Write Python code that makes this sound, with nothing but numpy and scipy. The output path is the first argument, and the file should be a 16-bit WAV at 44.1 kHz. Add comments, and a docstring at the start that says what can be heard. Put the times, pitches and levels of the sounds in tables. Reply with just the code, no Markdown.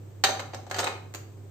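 """A small hard-walled kitchen, with a low electric hum and soft room noise.
Close by, a knife is laid on a pile of knives on a hard countertop. It lands with a sharp clack, rocks,
then clatters off its neighbours as the hand lets go; a blade tip settles with one last light click.
Each contact is a burst of noise coloured by the knife's resonances, and the walls reverberate it.
Blades and handles ring on briefly as decaying sine modes."""
import sys
import numpy as np
from scipy import signal
from scipy.fft import rfft, irfft
from scipy.io import wavfile
from scipy.ndimage import uniform_filter1d

SR = 44100
rng = np.random.default_rng(int(sys.argv[2]) if len(sys.argv) > 2 else 0)


def master(y):
    """Save y as 16-bit WAV."""
    cut = np.clip(np.atleast_2d(y).T, -1, 1)
    pcm = np.round(cut * 32767)  # scale
    wavfile.write(sys.argv[1], SR, pcm.astype(np.int16))


N = 66150
T = np.arange(N) / SR
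FREQS = np.maximum(np.fft.rfftfreq(N, 1 / SR), 1)
ATTACK_S, SPREAD_HZ = 0.00042, 1470  # rise of a strike; where its stereo image opens up

# knife on knife (time [s], level [dB], bass [dB], treble [dB], clack t60 [s], blade ring [dB],
# pile ring [dB], ping pitch [Hz], ping lift [dB], left minus right [dB])
CONTACTS = [ (0.2379, -3, -6, 3.5, 0.022, 3, -11.5, 4670, 3, -0.5),
            (0.2405, -2.5, -4.5, -2.5, 0.03, -30, -23, 3800, 11, 0.5),
            (.2462, -6, 4, 4.5, 0.039, -28, -4.5, 3790, 9.5, 1),
            (.2900, -20.5, 15.5, 5, 0.075, -15, -5, 790, 9, -2.5),
            (0.304, -23.5, -6.5, -1, 0.046, -24, -19, 6370, 16.5, 9),
            (0.394, -16.5, 0.5, -3.5, 0.052, -14, 0.5, 1970, 3.5, 0.5),
            (.4000, -23, 9.5, 3.5, 0.035, -32, -28, 1200, 5, 1.5),
            (.5335, -24, 17, -8, 0.11, 2, -5.5, 2420, 3.5, 0.5),
            (0.545, -25, 13.5, 5.5, .03, -37, -4, 5250, 8, -0.5),
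            (.6650, -35.5, 15, 2, .08, -22, -4, 750, 6, 3), (0.698, -34, 14, 10, 0.13, -15, -2, 850, 8, 0),
            (0.7118, -16, -3, 2, 0.03, -41, 3.5, 1750, 6, 0.5),
            (0.7439, -16.5, -1, 0.5, 0.029, 1, -7.5, 1820, 4.5, -0.5),
            (.7620, -20, -9, 7, 0.24, -12, 9.5, 6400, -5, 0.5),
            (0.7847, -12.5, 10.5, 1.5, 0.078, -18, 0, 740, -1.5, -1),
            (0.79, -10, 2, 3.5, 0.052, -12, -11.5, 5300, 5, 3),
            (.8015, -17, 15.5, 7, 0.058, -14, 8.5, 8200, 11.5, -0.5),
            (.8300, -18, -3, -14, 0.059, -28, 3, 3730, 15, -11),
            (.8418, -19.5, 5, 4.5, 0.021, -23, -21, 8200, 14, 8),
            (0.844, -18, -1.5, 2, 0.038, -22, -11, 3980, 12, -1.5),
            (0.862, -18, 0.5, -19, 0.057, -24, 5.5, 4070, -3, 4),
            (0.8693, -12.5, 4.5, -8, 0.022, -25, -1.5, 2500, 12, 0.5),
            (.8740, -13, 2, -4.5, 0.054, -29, -4, 1260, 1.5, -1)]


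def undb(db):
    """Decibels to gain."""
    return 10 ** (np.asarray(db) / 20)


def curve(points):
    """A table of (frequency [Hz], value) read on a log-frequency axis."""
    hz, value = np.array(points).T
    return np.interp(np.log(FREQS), np.log(hz), value)


def bump(hz, half_width_hz):
    """Shape of a resonance, 1 at its centre."""
    return 1 / (1 + ((FREQS - hz) / half_width_hz) ** 2)


def fade(t60):
    """Exponential decay, down 60 dB after t60 seconds."""
    return np.exp(-np.log(1000) * T / max(t60, 1e-3))


def colour(x, db):
    """Minimum-phase EQ: nothing sounds ahead of the strike."""
    cepstrum = irfft(np.log(undb(db)), N)
    cepstrum[1:N // 2] *= 2
    cepstrum[N // 2 + 1:] = 0
    response = irfft(np.exp(rfft(cepstrum)), N)[None, :SR // 10]
    return signal.fftconvolve(x, response, axes=1)[:, :N]


def flatten(x, width_hz=500):
    """Level out the broad hills of a spectrum and keep its fine peaks."""
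    power = uniform_filter1d(np.abs(rfft(x)) ** 2, int(width_hz * N / SR), axis=1)
    eq_db = -10 * np.log10(power + 1e-12)
    return np.array([colour(channel[None], db)[0] for channel, db in zip(x, eq_db)])


def stereo_noise(spread_hz, spread):
    """White noise, centred in the bass and wider above."""
    width = spread * FREQS / np.hypot(FREQS, spread_hz)
    mid, side = rfft(rng.standard_normal((2, N)))
    return irfft(np.array([mid + width * side, mid - width * side]) / np.sqrt(1 + width ** 2), N)


def add(out, x, at_s, pan_db):
    """Mix a sound in at its time and place; positive pan is left."""
    start = int(at_s * SR)
    out[:, start:] += x[:, :N - start] * undb(np.array([[pan_db], [-pan_db]]) / 2)


def room_tone(air_db=-50, waver_db=1.5):
    """A slightly wavering electric hum over a soft murmur of air."""
    # colour of the air (frequency [Hz], gain [dB])
    air_eq = [(25, -30), (60, -15.5), (125, -1), (190, -12), (370, -7.5), (600, -18), (1200, -27),
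              (2500, -33.5), (5300, -39), (7800, -33.5), (12000, -44.5), (15000, -37)]
    # tones of the hum (frequency [Hz], level [dB])
    hum_tones = [(100, -45), (106, -70.5)]
    air = irfft(rfft(stereo_noise(spread_hz=530, spread=0.95)) * undb(curve(air_eq)), N)
    waver = irfft(rfft(rng.standard_normal(N)) / (1 + (FREQS / 10) ** 4), N)
    hum = sum(np.sqrt(2) * undb(db) * np.sin(2 * np.pi * (hz * T + rng.random())) for hz, db in hum_tones)
    hum *= undb(waver_db * waver / waver.std())
    out = undb(air_db) * air / air.std()
    add(out, hum[None], 0, pan_db=-2.5)
    return out


def impact(t60, crack_db=-19):
    """A hard crack and the dense, quickly damped ringing after it."""
    decay = fade(t60) + undb(crack_db) * fade(t60=0.013)
    attack = 1 - np.exp(-T / ATTACK_S)
    return flatten(stereo_noise(SPREAD_HZ, spread=0.96) * decay * attack)


def knife_clacks(gain_db=18, body_q=36, bass_hz=760, treble_hz=3900):
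    """Knife strikes knife: every clack has the same body, with its own weight, edge and ping."""
    # colour of a clack (frequency [Hz], gain [dB])
    clack_eq = [(40, -41), (160, -29), (250, -11), (380, -6.5), (800, 4), (1050, 0.5), (1600, 0),
                (2400, -3.5), (3300, -9), (3800, -5.5), (4400, -7), (5000, -12.5), (5700, -14),
                (6500, -9.5), (7600, -10), (12000, -21), (15000, -24)]
    # damped resonances of a knife held by its handle, in rows (frequency [Hz], lift [dB])
    resonances = [ (772, 1750, 3080, 3980, 4530, 5320, 6220, 8230),
                  (4.06, 2.8, 7.5, 3.8, 5.4, 4.4, 7.6, 1.2)]
    body = curve(clack_eq) + sum(db * bump(hz, hz / body_q) for hz, db in zip(*resonances))
    bass_shelf = 1 / (1 + (FREQS / bass_hz) ** 4)
    treble_shelf = 1 / (1 + (treble_hz / FREQS) ** 4)
    out = np.zeros((2, N))
    for at_s, db, bass_db, treble_db, t60, _, _, ping_hz, ping_db, pan_db in CONTACTS:
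        ping = ping_db * bump(ping_hz, half_width_hz=220)
        tone = body + bass_db * bass_shelf + treble_db * treble_shelf + ping
        add(out, colour(impact(t60), tone + gain_db + db), at_s, pan_db)
    return out


def ring(modes, gain_db=-27.5, spread_rad=1.4):
    """Decaying modes; the higher ones reach left and right out of step."""
    out = 0
    for k, (hz, db, t60) in enumerate(zip(*modes)):
        skew = (-1) ** k * spread_rad * hz / np.hypot(hz, SPREAD_HZ)
        phase = 2 * np.pi * hz * T + np.array([[skew], [-skew]]) / 2
        out = out + undb(db + gain_db) * fade(t60) * np.sin(phase)
    return out * (1 - np.exp(-T / ATTACK_S))


def knife_rings():
    """Each contact sets the blade and the pile under it ringing."""
    # modes of the blade, in rows (frequency [Hz], level [dB], t60 [s])
    blade_modes = [ (772, 1020, 1200, 1815, 2771, 3125, 3731, 3922, 4028, 4550, 4728, 6153, 6168, 6376),
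                   (1.5, -7, -9, -3.5, -3.5, -8.5, -4.5, -8, -14.5, 2.5, 0, -5, -14.5, -7),
                   (0.5752, -0.05, 0.4, 0.274, 0.24, 0.3658, 0.17, 0.25, 0.22, 0.13, 0.1, 0.51, 0.43, .25)]
    # modes of the pile, in rows (frequency [Hz], level [dB], t60 [s])
    pile_modes = [ (394, 534, 573, 631, 735, 808, 1265, 1442, 2166, 2527, 3985, 8200),
                  (-3.5, -4, 0, 0.5, -2, -2, -3, -1, -8, -11.5, -13, -14),
                  (0.41, 0.39, 0.18, 0.09, 0.6, 0.4, 0.42, 0.21, 0.4161, 0.4, 0.41, .15)]
    blade, pile = ring(blade_modes), ring(pile_modes)
    out = np.zeros((2, N))
    for at_s, db, _, _, _, blade_db, pile_db, _, _, pan_db in CONTACTS:
        add(out, undb(db + blade_db) * blade + undb(db + pile_db) * pile, at_s, pan_db)
    return out


def kitchen_reverb(x, wet_db=-4.5, predelay_s=0.0035, build_s=0.0013):
    """Diffuse reverberation of hard walls; the treble dies sooner than the bass."""
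    # decay of the room by band (frequency [Hz], t60 [s])
    bands = [(250, 0.93), (600, 0.58), (1500, 0.45), (4000, 0.43), (8000, 0.33), (14000, .35)]
    noise = rfft(stereo_noise(SPREAD_HZ, spread=1))
    tail = np.zeros((2, N))
    for centre_hz, t60 in bands:
        band = curve([(hz, float(hz == centre_hz)) for hz, _ in bands])
        tail += irfft(noise * band, N) * fade(t60)
    tail *= 1 - np.exp(-np.maximum(T - predelay_s, 0) / build_s)
    tail /= np.sqrt(np.sum(tail ** 2) / 2)  # unit energy a side
    return undb(wet_db) * signal.fftconvolve(x, tail, axes=1)[:, :N]


def blade_tip(click_db=14.5):
    """A blade tip settles: a thin, bright click with a bounce and a short ring."""
    # touches of the tip (time [s], level [dB], left minus right [dB])
    touches = [(1.1391, -28, -1), (1.1472, -21.5, -3), (1.156, -29.5, 7)]
    # colour of the click (frequency [Hz], gain [dB])
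    click_eq = [(150, -14), (400, 8), (800, 5.5), (2600, 2), (3600, -4), (4250, -0.5), (4600, -3),
                (5100, -9.5), (6000, -0.5), (6800, 2), (8000, -3.5), (14000, -9)]
    # modes of the tip, in rows (frequency [Hz], level [dB], t60 [s])
    tip_modes = [ (750, 4590, 6400, 6830, 7050), (4.06, 6, 2.2, 4.2, 4.3),
                 (0.122, 0.053, 0.041, 0.063, 0.084)]
    clicks, rings = np.zeros((2, 2, N))
    tip = ring(tip_modes)
    for at_s, db, pan_db in touches:
        add(clicks, undb(db + click_db) * impact(t60=0.019), at_s, pan_db)
        add(rings, undb(db) * tip, at_s, pan_db)
    return colour(clicks, curve(click_eq)) + rings


def scene():
    """Clacks and tip feed the reverb; blade and pile ring dry over the room tone."""
    strikes = knife_clacks() + blade_tip()
    return strikes + knife_rings() + kitchen_reverb(strikes) + room_tone()


def record(dry):
    """Master EQ: a wide notch in the treble and a steep high cut."""
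    notch = signal.ellip(4, .5, 28, (8680, 11550), "bandstop", fs=SR, output="sos")
    high_cut = signal.ellip(10, .2, 90, 15400, fs=SR, output="sos")
    return signal.sosfilt(np.vstack([notch, high_cut]), dry)


dry = scene()
out = record(dry)
master(out)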